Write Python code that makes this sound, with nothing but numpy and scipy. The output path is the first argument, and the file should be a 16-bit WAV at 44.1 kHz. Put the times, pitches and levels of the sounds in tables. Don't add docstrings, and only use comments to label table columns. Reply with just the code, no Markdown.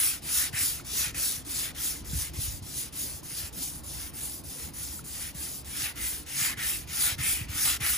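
import sys
import numpy as np
from scipy import signal
from scipy.fft import rfft, irfft, next_fast_len
from scipy.io import wavfile
from scipy.ndimage import uniform_filter1d

SR = 44100
rng = np.random.default_rng(int(sys.argv[2]) if len(sys.argv) > 2 else 0)


def store_wav(level_fs):
    pcm = np.round(np.clip(np.atleast_2d(level_fs), -1, 1) * 32767)
    wavfile.write(sys.argv[1], SR, pcm.T.astype(np.int16))


N = 351477
TIME = np.arange(N) / SR
SIZE = next_fast_len(N, True)
HZ = np.maximum(np.arange(SIZE // 2 + 1) * SR / SIZE, 1)


def sanding():
    speed, progress = arm(creep=0.039, stick_s=0.0069, stuck_db=-9.5, bite=0.08, bite_s=0.015)
    reach = (1 + np.cos(np.pi * progress)) / 2
    rasp_db, hiss_db, panel_db = hand(speed, progress, reach)
    grip = from_db(rasp_db + 0.5 * drift(rate=360) + 0.58 * drift(rate=23))
    ring_gain = from_db(panel_db + 0.83 * drift(rate=37))
    rub = grip * (rasp(speed) + from_db(hiss_db) * hiss(speed) + ring_gain * panel(speed))
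    return mottle(rub + judder(speed, reach), broad_db=1.0, fine_db=2.5)


# (start_s, light_touch_rasp_db, lean_swell_db, lean_place 0 near to 1 far,
#  lean_width as a share of the path, panel_over_rasp_db before reach and leaning)
STROKES = [(-0.123, -45.5, 12.5, 0.54, 0.46, 5), (0.207, -44, 12.7, 0.66, 0.52, 2),
           (0.512, -43, 11, 0.63, 0.38, -0.8), (0.834, -40, 8.5, 0.58, 0.33, -3.5),
           (1.128, -43.5, 10, 0.64, 0.46, -2.1), (1.436, -40.5, 5.5, 0.5, 0.24, -5.5),
           (1.731, -45, 9.5, 0.62, 0.31, -3.5), (2.034, -42.5, 5, 0.61, 0.23, -8.5),
           (2.318, -44, 6, 0.63, 0.17, -8.5), (2.61, -44.5, 7, 0.64, 0.15, -9),
           (2.908, -44.5, 6, 0.66, 0.17, -10.5), (3.218, -43.5, 4, 0.6, 0.1, -8.5),
           (3.511, -44.5, 5.5, 0.6, 0.13, -14), (3.822, -44, 0.8, 0.61, 0.08, -9.5),
           (4.119, -44.5, 3.5, 0.6, 0.08, -13), (4.425, -45, 1, 0.61, 0.08, -10.4),
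           (4.72, -45.0, 2.5, 0.64, 0.06, -11), (5.029, -43.5, 2, 0.62, 0.094, -8),
           (5.33, -44.6, 3, 0.65, 0.11, -9), (5.633, -43.5, 6.3, 0.64, 0.21, -1),
           (5.939, -44.5, 6, 0.6, 0.23, -3), (6.25, -42, 8.3, 0.65, 0.33, 2),
           (6.555, -46.5, 10, 0.55, 0.35, 4), (6.86, -43, 10.5, 0.64, 0.41, 4.5),
           (7.165, -47, 11.5, 0.62, 0.45, 5), (7.472, -43, 11.5, 0.69, 0.46, 5.6),
           (7.787, -44.5, 10, 0.61, 0.41, 4.5), (8.07, -44.0, 10.1, 0.6, 0.38, 5.0)]
NEAR_REST_S, FAR_REST_S = 0.012, 0.02


def arm(creep, stick_s, stuck_db, bite, bite_s):
    start_s = np.array(STROKES)[:, 0]
    count = np.arange(len(start_s))
    rest_s = np.where(count % 2, NEAR_REST_S, FAR_REST_S)
    stops = np.column_stack([start_s - rest_s / 2, start_s + rest_s / 2]).ravel()
    progress = np.interp(TIME, stops, np.repeat(count, 2))
    latest = np.searchsorted(start_s - rest_s / 2, TIME) - 1
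    sliding_s = TIME - (start_s + rest_s / 2 + stick_s)[latest]
    swing = np.abs(np.sin(np.pi * progress)) + creep
    jerk = bite * np.exp(-np.abs(sliding_s) / bite_s)
    speed = np.where(sliding_s > 0, swing + jerk, swing * from_db(stuck_db))
    return uniform_filter1d(speed, size=90), progress


# (time_s, level_db)
HISS_LEVEL = [(0, 3.5), (.9, -0.5), (3.3, 2.5), (7.97, 3)]
FAR_RASP_DB, FAR_RING_DB, LEAN_DAMPING = 2, 9, 0.99
PULL_HISS_DB, LEAN_HISS = 1.6, 0.27
SLOW_HISS_DB, SLOW_HISS_PER_DB = 6.6, 0.68


def hand(speed, progress, reach):
    stroke = progress.astype(int)
    _, touch_db, swell_db, lean_place, lean_width, ring_db = np.array(STROKES)[stroke].T
    place = np.abs(progress % 2 - 1)
    pulling = stroke % 2 == 0
    lean_db = swell_db * np.exp(-((place - lean_place) / lean_width) ** 2)
    base_hiss_db = np.interp(TIME, *np.transpose(HISS_LEVEL))
    slow_db = (SLOW_HISS_DB - SLOW_HISS_PER_DB * swell_db) * (1 - speed ** 2)
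    rasp_db = touch_db + lean_db + FAR_RASP_DB * reach
    hiss_db = base_hiss_db + PULL_HISS_DB * pulling + LEAN_HISS * lean_db + slow_db
    panel_db = ring_db + FAR_RING_DB * reach ** 2 - LEAN_DAMPING * lean_db
    return rasp_db, hiss_db, panel_db


# (frequency_hz, relative_db)
RASP = [(200, -31), (600, -21.5), (1000, -18.5), (1600, -24), (2600, -12), (3400, -5), (4300, -4),
        (4900, -0.6), (5600, -1.1), (6500, -0.5), (7800, -1.5), (9500, -2.5), (16000, -21)]


def rasp(speed):
    grains = grit(speed, per_s=2000, size_db=2.0, snag_share=0.11)
    return colour(grains, RASP) * speed ** 0.6


# (frequency_hz, relative_db)
HISS = [(4000, -41), (6800, -10.5), (8200, -0.5), (9400, 0.5), (11000, 0), (13000, -1), (14800, -3.5),
        (16000, -9)]


def hiss(speed):
    grains = grit(speed, per_s=4000, size_db=1.5, snag_share=0.14)
    return colour(grains, HISS) * speed ** 0.74


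# (frequency_hz, relative_db)
PANEL = [(400, -19.5), (800, -12), (1050, -14.5), (1300, -5.5), (1650, -4), (1950, -0.9), (2300, -2.4),
         (2800, -2), (3500, -4), (4400, -8.5), (6000, -12)]


def panel(speed):
    grains = grit(speed, per_s=700, size_db=2.5, snag_share=0.18)
    return colour(grains, PANEL) * speed ** 0.67


def grit(speed, per_s, size_db, snag_share):
    sizes = from_db(size_db * np.minimum(rng.exponential(1, N), 4))
    struck = rng.random(N) < per_s * (speed + 0.2) / SR
    snags = struck * sizes * rng.standard_normal((2, N))
    share = np.clip(snag_share, 0, 1)
    return np.sqrt(1 - share) * rng.standard_normal((2, N)) + np.sqrt(share) * rms_one(snags)


# (start_s, level_db before rise and fade, fade_s)
JUDDERS = [(0.526, -33, 0.075), (1.06, -42, 0.05), (1.14, -41, .045), (5.82, -41, 0.093),
           (5.963, -42, 0.16), (6.408, -37, .11), (6.569, -39, 0.16), (7.177, -36, 0.22),
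           (7.798, -33.5, 0.18)]


def judder(speed, reach):
    drive = np.zeros(N)
    for start_s, level_db, fade_s in JUDDERS:
        age = np.maximum(TIME - start_s, 0)
        rise = 1 - np.exp(-age / 0.016)
        drive += from_db(level_db) * rise * np.exp(-(age / fade_s) ** 2)
    centre_hz = 2370 - 400 * reach ** 2
    slips = grit(speed, per_s=1500, size_db=2.5, snag_share=0.35)
    return drive * glide(glide(slips, centre_hz, width_hz=810), centre_hz, width_hz=1000)


# (start_s, source_peak_db, centre_hz)
THUDS = [(.61, -37, 90), (2.028, -37, 75.5), (2.132, -27, 124), (2.15, -24.5, 71), (2.178, -28.5, 81.5),
         (2.388, -27.5, 98), (2.478, -29, 69), (2.62, -33.5, 79), (3.435, -33.5, 75), (5.35, -35, 139),
         (7.122, -31.5, 81), (7.2, -29.5, 90), (7.412, -28, 95), (7.492, -28.5, 83)]
JOLT_DELAY_S, JOLT_OVER_JUDDER_DB, JOLT_HZ = 0.0099, 3, 113


def thuds():
    jolts = [(start_s + JOLT_DELAY_S, level_db + JOLT_OVER_JUDDER_DB, JOLT_HZ)
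             for start_s, level_db, _ in JUDDERS]
    return blows(THUDS + jolts, octaves=0.82)


# (start_s, source_peak_db, centre_hz)
KNOCKS = [(.797, -39.5, 1370), (2.83, -48, 453), (3.228, -48, 1000), (4.555, -46, 505), (4.992, -39, 1360)]


def knocks():
    return blows(KNOCKS, octaves=0.18)


def blows(rows, octaves):
    out = np.zeros(N)
    for start_s, peak_db, centre_hz in rows:
        edges_hz = [centre_hz * 2 ** (-octaves / 2), centre_hz * 2 ** (octaves / 2)]
        band = signal.butter(2, edges_hz, "band", fs=SR, output="sos")
        ring = signal.sosfilt(band, signal.unit_impulse(SR // 10))
        ring *= from_db(peak_db) / np.abs(ring).max()
        at = round(start_s * SR)
        out[at:at + len(ring)] += ring[:N - at]
    return out


def wall_echo(x, level_db, t60):
    t = TIME[:SR // 3]
    tail = rng.standard_normal((2, len(t))) * from_db(-60 * t / t60) * (t > 0.008)
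    tail /= np.sqrt(np.sum(tail ** 2, axis=1, keepdims=True))
    return from_db(level_db) * signal.fftconvolve(x, tail, axes=1)[:, :N]


# (frequency_hz, relative_db)
RUMBLE = [(20, -22), (35, -13), (50, -1), (68, 2), (105, -8), (140, -13), (220, -22.5), (500, -55)]
# (centre_s, rise_db, half_length_s)
GUSTS = [(2.12, 10.5, .09), (2.462, 11.5, 0.15), (4.05, 6, 0.18), (7.5, 5, 0.8)]
AIR_DB = -50


def moving_air():
    gust_db = sum(rise_db * np.exp(-((TIME - centre_s) / half_length_s) ** 2)
                  for centre_s, rise_db, half_length_s in GUSTS)
    level = from_db(AIR_DB + gust_db + 1.8 * drift(rate=14))
    return level * colour(rng.standard_normal((2, N)), RUMBLE)


# (frequency_hz, relative_db)
YARD = [(30, -30), (70, -11.5), (110, -8.5), (140, -3.5), (175, -9.5), (240, -11), (295, -8), (400, -16),
        (600, -19.5), (800, -20.5), (1500, -27), (5000, -30), (16000, -69)]
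YARD_DB = -48.5


def distant_traffic():
    murmur = colour(rng.standard_normal((2, N)), YARD)
    return from_db(YARD_DB) * mottle(murmur, broad_db=0.95, fine_db=1.85)


# (frequency_hz, left_lead_rad)
PORT_PHASE = [(50, .75), (280, .75), (430, 1.45), (750, 1.55), (1050, .7), (3000, 1.35), (6400, .7),
              (7100, -1), (7900, -1.8), (8350, -3.05), (8650, -3.22), (9100, -4.7), (9850, -6.2),
              (10400, -6.4), (11700, -9.39), (12450, -9.46), (13650, -12.4), (14400, -12.7), (15500, -15.7)]
# (frequency_hz, left_minus_right_db)
PORT_BALANCE = [(60, 0), (380, -1.3), (700, -2.9), (1400, -2.4), (2380, 1.2), (4400, 3.1), (6000, 3.1),
                (8400, 0), (16000, 0)]


def ports(x, direct_share):
    direct, scattered = rfft(x, SIZE)
    half = over_hz(PORT_PHASE) / 2
    share = np.clip(direct_share, 0, 1)
    mid = np.cos(half) * direct
    side = np.sin(half) * (1j * np.sqrt(share) * direct + np.sqrt(1 - share) * scattered)
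    tilt = from_db(over_hz(PORT_BALANCE) / 2)
    return irfft(np.array([(mid + side) * tilt, (mid - side) / tilt]), SIZE)[:, :N]


def from_db(db):
    return 10 ** (np.asarray(db) / 20)


def rms_one(x):
    return x / np.sqrt(np.mean(x ** 2) + 1e-20)


def over_hz(points):
    hz, value = np.transpose(points)
    return np.interp(np.log(HZ), np.log(hz), value)


def filtered(x, gain):
    return irfft(rfft(x, SIZE) * gain, SIZE)[..., :N]


def colour(x, spectrum):
    return rms_one(filtered(x, from_db(over_hz(spectrum))))


def drift(rate):
    return rms_one(filtered(rng.standard_normal(N), 1 / (1 + (HZ / rate) ** 2)))


def glide(x, centre_hz, width_hz):
    out, state = np.zeros_like(x), np.zeros((2, 2))
    r = np.exp(-np.pi * width_hz / SR)
    size = 128
    for i in range(0, N, size):
        poles = [1, -2 * r * np.cos(2 * np.pi * centre_hz[i] / SR), r * r]
        out[:, i:i + size], state = signal.lfilter([1, 0, -1], poles, x[:, i:i + size], zi=state)
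    return rms_one(out)


def mottle(x, broad_db, fine_db):
    frames = signal.stft(x, nperseg=1024)[2]

    def patches(size):
        field = uniform_filter1d(rng.standard_normal(frames.shape[1:]), size=size[0], axis=0)
        return rms_one(uniform_filter1d(field, size=size[1], axis=1))

    gain = from_db(broad_db * patches(size=(22, 5)) + fine_db * patches(size=(3, 6)))
    return signal.istft(frames * rms_one(gain))[1][:, :N]


def scene():
    work = sanding()
    sound = work + wall_echo(work, level_db=-21.5, t60=0.15) + moving_air() + distant_traffic()
    sound[0] += thuds() + knocks()
    return ports(sound, direct_share=0.25)


CUTOFF_HZ = 15850


def record(dry):
    return filtered(dry, 1 / np.sqrt(1 + (HZ / CUTOFF_HZ) ** 400))


dry = scene()
out = record(dry)
store_wav(out)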